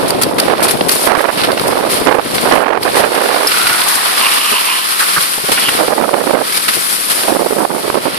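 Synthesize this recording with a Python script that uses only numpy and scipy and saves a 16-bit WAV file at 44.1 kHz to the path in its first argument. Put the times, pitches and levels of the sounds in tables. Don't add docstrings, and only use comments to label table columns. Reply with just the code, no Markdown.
import sys
import numpy as np
from scipy import signal
from scipy.fft import rfft, irfft
from scipy.io import wavfile
from scipy.ndimage import uniform_filter1d, map_coordinates

SR = 44100
rng = np.random.default_rng(int(sys.argv[2]) if len(sys.argv) > 2 else 0)


def file_out(sig):
    cols = np.atleast_2d(sig).T
    lim = np.clip(cols, -1, 1)
    pcm = np.round(lim * 32767).astype(np.int16)
    wavfile.write(sys.argv[1], SR, pcm)


N = 360738
TIME, FREQS = np.arange(N) / SR, np.fft.rfftfreq(N, 1 / SR)

# t/s, crack level/dB, ring level/dB
ICE_IMPACTS = [(0.104,-13,-8), (0.2331,-13,-5.5), (0.399,-14,-6), (0.8091,-5.5,-23), (0.892,-7,-8),
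               (1.447,-16,-22), (1.517,-16,-14), (1.575,-10,-38), (1.596,-11,-17), (2.381,-10,-33),
               (2.522,-3.5,-20), (2.831,-21,-11.5), (6.572,-24,-12)]


def gain_of(db):
    return 10 ** (np.asarray(db) / 20)


def unit_rms(x):
    return x / np.sqrt(np.mean(x ** 2) + 1e-20)


def over_time(rows):
    times, *columns = np.transpose(rows)
    return [np.interp(TIME, times, c) for c in columns]


def over_frequency(rows, hz):
    f, *columns = np.transpose(rows)
    return [np.interp(np.log(hz + 1e-6), np.log(f), c) for c in columns]


def wander(rate_hz):
    return unit_rms(irfft(rfft(rng.standard_normal(N)) / np.sqrt(1 + (FREQS / rate_hz) ** 4), N))


def steadied(x, span_s):
    size = max(int(span_s * SR), 8)
    return x / np.sqrt(abs(uniform_filter1d(uniform_filter1d(x ** 2, size), size)) + 1e-12)


def add(mix, start_s, sound):
    part = mix[max(round(start_s * SR), 0):][:len(sound)]
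    part += sound[:len(part)]


def turbulence(eddy_hz, base_hz=400):
    # f/eddy rate, level/dB
    spectrum = [(.04, -44), (.12, -18), (.3, -2.5), (.55, 1), (.9, 1.5), (1.4, -1), (2.2, -6.5),
                (3.5, -16.5), (6, -31.5), (14, -57)]
    pattern = irfft(rfft(rng.standard_normal(N)) * gain_of(over_frequency(spectrum, FREQS / base_hz)[0]), N)
    position = np.cumsum(eddy_hz / base_hz) % (N - 1)
    return unit_rms(map_coordinates(pattern, [position], order=3, mode="wrap"))


def port_flow(level_db, eddy_hz, flutter_db, flutter_hz, span_s, weak_db=-21):
    puff = np.tanh(1.4 * wander(flutter_hz))
    air = turbulence(eddy_hz * np.exp(.1 * (puff - 1)))
    depth_db = flutter_db + .3 * np.clip(weak_db - level_db, 0, 10)
    return gain_of(level_db) * steadied(air * gain_of(depth_db * puff), span_s)


def gust_power(start_s, length_s, db, rise_s=.006, release_s=.008):
    t = TIME - start_s
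    release = np.exp(-np.clip(t - length_s, 0, .5) / release_s)
    return (gain_of(db) * np.clip(t / rise_s, 0, 1) * release) ** 2


def headwind(left_db=3.0, right_db=0.54, left_eddy_hz=430, right_eddy_hz=529.8):
    # t/s, level/dB
    breeze_left = [(0.0,-17.5), (0.82,-17), (1.03,-28.5), (1.25,-33.5), (1.44,-18), (2.22,-21.5),
                   (2.56,-15.5), (2.66,-25.5), (3.0,-19.5), (3.45,-32), (3.7,-29), (4.7,-51), (5.15,-42),
                   (5.72,-25), (6.1,-30.5), (6.8,-30.5), (7.6,-37), (7.9,-28)]
    breeze_right = [(0.0,-13), (0.91,-17), (1.9,-14), (2.3,-21), (3.38,-14), (3.52,-25), (3.9,-36),
                    (4.3,-29), (4.8,-53), (5.6,-30.5), (5.83,-16.5), (6.41,-16.5), (6.48,-28), (6.7,-53),
                    (7.1,-30.5), (7.3,-15), (8.18,-24.5)]
    # t/s, duration/s, level/dB
    gust_events = [(0.474,0.07,-4.5), (0.592,0.1,-8), (1.063,0.091,-1), (1.163,0.14,-5), (1.48,0.05,-9),
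                   (1.651,0.24,-10.5), (2.061,0.066,2), (2.135,0.061,-0.5), (2.446,0.048,-7.5),
                   (2.508,0.098,1), (2.606,0.17,-4), (2.848,0.042,-7), (2.948,0.13,-2), (3.113,0.35,-7.5),
                   (5.787,0.049,-6), (5.876,0.062,-6.5), (5.968,0.09,-4.5), (6.073,0.02,-6),
                   (6.112,0.13,-8), (6.265,0.046,-4), (6.328,0.032,0), (6.366,0.056,-6.5),
                   (7.278,0.098,-6.5), (7.387,0.081,-6.5), (7.502,0.028,-6), (7.558,0.078,-5.5),
                   (7.695,0.09,-12), (7.839,0.041,-13.5), (7.939,0.041,-6.5), (8.053,0.027,-4)]
    # t/s, f/Hz
    gust_eddies = [(0.5,759.8), (1.15,949.6), (1.7,681.3), (2.1,829.8), (3.3,921.5), (6.0,639.7), (7.4,519)]
    breeze = gain_of(over_time(breeze_right)[0]) ** 2
    gusts = sum(gust_power(*row) for row in gust_events)
    power = breeze + gusts
    eddy_hz = (breeze * right_eddy_hz + gusts * over_time(gust_eddies)[0]) / power
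    left = port_flow(over_time(breeze_left)[0] + left_db, left_eddy_hz,
                     flutter_db=7, flutter_hz=38.3, span_s=.081)
    right = port_flow(10 * np.log10(power) + right_db, eddy_hz,
                      flutter_db=6, flutter_hz=79.94, span_s=.04)
    return np.array([left, right])


def thuds(left_hz=420, right_hz=480, quicken=.2, sharp_s=.0025):
    # centre t/s, duration/s, level/dB, side (-1
    blows = [(0.752,0.013,-9.5,-1.2), (0.813,0.011,-3.5,-0.37), (0.875,0.016,-8.5,-1), (1.152,0.0027,7.5,1),
             (1.179,0.0044,-3,-1), (2.019,0.013,-6.5,-0.95), (2.071,0.004,6,0.99), (4.529,0.031,-17.5,0.93),
             (5.18,0.035,-20.5,-0.73), (5.383,0.01,-17,-0.74), (5.444,0.013,-18.5,-0.86),
             (5.494,0.014,-9.5,0.93), (5.52,0.0234,-12.5,0.59), (6.142,0.0088,6.5,1),
             (6.773,0.018,-16,-0.88), (7.652,0.0064,2,1), (7.902,0.006,-1.5,1)]
    force, pace = np.zeros((2, N)), np.ones(N)
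    for centre, length, db, side in blows:
        start = centre - length / 2
        pulse = gain_of(db) * signal.windows.tukey(int(length * SR), .3)
        add(pace, start, np.full(len(pulse), sharp_s / length))
        for port, share in zip(force, np.clip([1 - side, 1 + side], 0, 2) / 2):
            add(port, start, np.sqrt(share) * pulse)
    eddy_hz = np.array([[left_hz], [right_hz]]) * pace * np.maximum(force, .1) ** quicken
    return force * np.array([steadied(turbulence(hz), span_s=.006) for hz in eddy_hz])


def port_cavity(air, low_hz=230, cavity_hz=540, width_hz=380, peak_db=3):
    left, right = air
    resonance = gain_of(peak_db / (1 + ((FREQS - cavity_hz) / width_hz * 2) ** 2))
    high_pass = FREQS ** 2 / np.hypot(FREQS ** 2, low_hz ** 2)
    return np.array([left, irfft(rfft(right) * resonance * high_pass, N)])


def ringing(rise_s=.001, t60_s=0.02, detune=0.012):
    # f/Hz, left level/dB, right level/dB
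    modes = [(4590, -5, 3), (5320, -23, -8), (9500, -4, -22), (10500, -13, -22)]
    out, t = np.zeros((2, N)), np.arange(SR // 10) / SR
    envelope = (1 - np.exp(-t / rise_s)) ** 2 * gain_of(-60 * t / t60_s)
    envelope /= envelope.max()
    for start, _, ring_db in ICE_IMPACTS:
        for hz, *port_db in modes:
            cycles = hz * (1 + detune * rng.standard_normal()) * t
            for port, db in zip(out, port_db):
                tone = np.sin(2 * np.pi * (cycles + rng.random()))
                add(port, start, gain_of(ring_db + db) * envelope * tone)
    return out


def bites(left_db=-4, lead_rad=1.12, slip_db=5.0, slip_hz=45, one_slip_s=0.1):
    # t/s, duration/s, f/Hz, bandwidth/Hz, level/dB
    edge_bites = [(1.714, 0.018, 1530, 900, -23), (3.469, 0.014, 5120, 670, -7),
                  (3.44, 1.16, 980, 690, -23), (3.5, 0.9, 1740, 760, -25), (3.419, 0.449, 1410, 290, -20.5),
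                  (4.995, 0.049, 1450, 1100, -14), (5.158, 0.035, 1430, 720, -11.5),
                  (5.569, 0.028, 1930, 2800, -12.5), (5.598, 0.12, 3070, 730, -19),
                  (5.683, 0.013, 2060, 3000, -8.5)]
    out, f = np.zeros((2, N)), np.fft.fftfreq(SR, 1 / SR)
    for start, length, hz, width, db in edge_bites:
        band = np.fft.ifft(np.fft.fft(rng.standard_normal(SR)) / (1 + ((f - hz) / width * 2) ** 4))
        spurts = gain_of(slip_db * min(length / one_slip_s, 1) * np.tanh(wander(slip_hz)[:SR]))
        rasp = (band * spurts)[:int(length * SR)]
        rasp *= signal.windows.tukey(len(rasp), .5)
        rasp *= gain_of(db) / rasp.real.std()
        add(out[0], start, gain_of(left_db) * (rasp * np.exp(1j * lead_rad)).real)
        add(out[1], start, rasp.real)
    return out


def carve(low_hz=1085, drift=0.0397, left_db=-4, lead_rad=0.97, slip_db=6.5):
    # t/s, level/dB, upper resonance f/Hz
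    surges = [(4.03,-45,2890), (4.19,-23,2770), (4.266,-12.5,2680), (4.31,-24,2745), (4.42,-17.5,2950),
              (4.48,-19.5,2788), (4.555,-18,2800), (4.65,-26,2700), (4.715,-13.5,2670), (4.755,-21,2900),
              (4.78,-11.5,3040), (4.86,-40,2910)]
    level_db, high_hz = over_time(surges)
    wavering_hz = low_hz * (1 + drift * wander(rate_hz=7.75))
    rasp = 0
    for hz, width_hz, db in [(wavering_hz, 220, -3), (high_hz, 680, 1)]:
        slips = (wander(width_hz / 2) + 1j * wander(width_hz / 2)) / np.sqrt(2)
        rasp = rasp + gain_of(db) * slips * np.exp(2j * np.pi * np.cumsum(hz) / SR)
    rasp *= gain_of(level_db + slip_db * np.tanh(wander(rate_hz=73)))
    rasp *= (TIME > surges[0][0]) & (TIME < surges[-1][0])
    return np.array([gain_of(left_db) * (rasp * np.exp(1j * lead_rad)).real, rasp.real])


def crystals(per_s=400, spread_db=4.0, snap_share=0.072):
    snaps = (rng.random(N) < per_s / SR) * rng.choice([-1, 1], N)
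    snaps = snaps * gain_of(spread_db * np.minimum(rng.exponential(1, N), 4))
    return rfft(np.sqrt(snap_share) * unit_rms(snaps) + np.sqrt(1 - snap_share) * rng.standard_normal(N))


def grain_jolts(per_s, tick_db, tick_s, snow_share, ice_ends_s=4):
    hardness = np.where(TIME < ice_ends_s, 1, snow_share)
    jolts = (rng.random(N) < per_s / SR) * rng.random(N) * hardness
    return tick_db * np.minimum(signal.lfilter([1], [1, -np.exp(-1 / (tick_s * SR))], jolts), 1)


def crunch_envelopes(rise_share=0.024, decay_s=0.014, crack_s=0.0015, snap_db=2.0):
    # t/s, duration/s, hiss level/dB, grind level/dB
    patches = [(0.08,0.012,-15,-25), (0.214,0.0081,-9.5,-15), (0.383,0.0074,-14,-13.5),
               (0.626,0.023,-5,-12), (0.681,0.029,-10,-15), (0.884,0.012,-6.5,-16), (0.909,0.16,-14,-23.5),
               (1.169,0.027,-15.5,-28), (1.372,0.042,-18.5,-16), (1.434,0.018,-18,-14),
               (1.669,0.011,-16,-25), (1.892,0.089,-14.5,-18), (2.343,0.013,-14,-21.5),
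               (2.953,0.056,-11.5,-16), (3.469,0.0059,-5.5,-17), (3.869,0.08,-14.5,-24),
               (4.993,0.016,-10.5,-18), (5.517,0.012,-7,-12.5), (6.52,0.057,-12,-20),
               (6.681,0.0099,-10.5,-12), (6.735,0.03,-16,-25), (6.882,0.085,-15,-25.5),
               (7.099,0.028,-11.5,-18), (7.48,0.17,-19.5,-30)]
    hiss, grind, t = np.zeros(N), np.zeros(N), np.arange(SR // 4) / SR
    for start, length, hiss_db, grind_db in patches:
        envelope = (1 - np.exp(-t / (rise_share * length))) * np.exp(-np.maximum(t - length, 0) / decay_s)
        add(hiss, start, gain_of(hiss_db) * envelope)
        add(grind, start, gain_of(grind_db) * envelope)
    crack = t / crack_s * np.exp(1 - t / crack_s)
    for start, crack_db, ring_db in ICE_IMPACTS:
        add(hiss, start, gain_of(ring_db + snap_db) * crack)
        add(grind, start, gain_of(crack_db) * crack)
    return hiss, grind


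def runners(split_hz=6000, bump_db=1.5, chatter_db=0.5):
    # t/s, hiss level/dB, grind level/dB
    glide = [(0.0, -25, -25), (0.29, -24, -24.5), (0.35, -31, -35), (0.41, -22, -22.5), (0.54, -24, -22),
             (0.84, -21, -25.5), (1.07, -17.5, -22), (1.15, -24, -22), (1.28, -21.5, -22.5),
             (1.51, -22.5, -23), (1.76, -20, -22.5), (2.24, -23, -24.5), (2.56, -15.5, -17.5),
             (2.64, -27.5, -28), (2.79, -33, -32), (2.83, -19, -21), (3.42, -13.5, -15.5),
             (3.55, -14, -17.5), (3.83, -15, -18.5), (4.3, -12.5, -16), (4.8, -16, -19.5),
             (5.22, -12.5, -17.5), (5.42, -17, -23), (5.62, -13.5, -16.5), (6.09, -19, -24.5),
             (6.45, -16.5, -20), (6.8, -13.5, -22), (7.02, -15.5, -24), (7.15, -13.5, -20.5),
             (7.73, -20, -27.5), (8.18, -23, -22)]
    # f/Hz, level/dB
    left_spectrum = [(160, -10), (270, -1.5), (600, -2.5), (850, -3), (1100, 3.5), (1550, -1.5),
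                     (2600, -1.5), (4600, -7), (6700, -20), (8300, -13), (10000, -6), (12000, -13),
                     (14600, -20)]
    right_spectrum = [(160, -8), (300, -8.5), (700, -1.5), (950, 1.5), (1300, 6.5), (1650, 1), (2400, 0.5),
                      (3700, 0), (4500, 0.5), (5300, -6), (6500, -21.5), (9000, -24.5), (14600, -36.5)]
    # f/Hz, coherence (0-1), phase lead of the left/rad
    port_coherence = [(100.54, 0.8, 6.2), (380, 0.78, 2.7), (1060, 0.65, 3.02), (1740, 0.82, 4.71),
                      (2500, 0, 5.9), (3530, 0.36, 5.6), (4190, 0, 11.46), (7700, 0, 17.6)]
    coherence, lead = over_frequency(port_coherence, FREQS)
    common, separate = crystals(), crystals()
    left = common * gain_of(over_frequency(left_spectrum, FREQS)[0])
    right = (coherence * common + np.sqrt(1 - coherence ** 2) * separate) * np.exp(-1j * lead)
    right *= gain_of(over_frequency(right_spectrum, FREQS)[0])
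    ports = np.array([left, right])
    low_pass = 1 / (1 + (FREQS / split_hz) ** 8)
    grind, hiss = irfft(ports * low_pass, N), irfft(ports * (1 - low_pass), N)
    load_db = bump_db * np.tanh(wander(rate_hz=11.4)) + chatter_db * np.tanh(wander(rate_hz=96))
    hiss_glide, grind_glide = gain_of(over_time(glide))
    hiss_crunch, grind_crunch = crunch_envelopes()
    grind *= np.hypot(grind_glide, grind_crunch) / grind[0].std()
    hiss *= np.hypot(hiss_glide, hiss_crunch) / hiss[0].std()
    grind *= gain_of(load_db + grain_jolts(per_s=40, tick_db=10, tick_s=0.0028, snow_share=.55))
    hiss *= gain_of(load_db + grain_jolts(per_s=32, tick_db=8, tick_s=0.0074, snow_share=.4))
    return grind + hiss


def radiated(vibration, bass_hz=185):
    return irfft(rfft(vibration) * FREQS ** 4 / np.hypot(FREQS ** 4, bass_hz ** 4), N)


def scene():
    sled = radiated(runners() + ringing() + bites() + carve())
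    return sled + port_cavity(headwind() + thuds())


def louder_port_db(x, samples):
    return 10 * np.log10(abs(uniform_filter1d(x ** 2, samples, axis=1)).max(0) + 1e-12)


def gain_control(x, threshold_db=-16.0, slope=0.53, lag_s=0.049, rumble_hz=900):
    rumble = signal.sosfilt(signal.butter(4, rumble_hz, fs=SR, output="sos"), x)
    excess_db = np.maximum(louder_port_db(rumble, samples=880) - threshold_db, 0)
    pole = np.exp(-1 / (lag_s * SR))
    return x / gain_of(slope * signal.lfilter([1 - pole], [1, -pole], excess_db))


def record(dry, threshold_db=-9, slope=0.035, recover_db_per_s=120, edge_hz=14700):
    held = gain_control(dry)
    recovery_db = TIME * recover_db_per_s
    peak_db = np.maximum.accumulate(louder_port_db(held, samples=300) + recovery_db) - recovery_db
    excess_db = np.maximum(peak_db - threshold_db, 0)
    smoothing = np.hanning(400) / np.hanning(400).sum()
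    ducked = held / gain_of(slope * signal.lfilter(smoothing, 1, excess_db))
    low_pass = signal.firwin(511, edge_hz, window=("kaiser", 8), fs=SR)
    return signal.oaconvolve(np.clip(ducked, -1, 1), low_pass[None], "same")


dry = scene()
out = record(dry)
file_out(out)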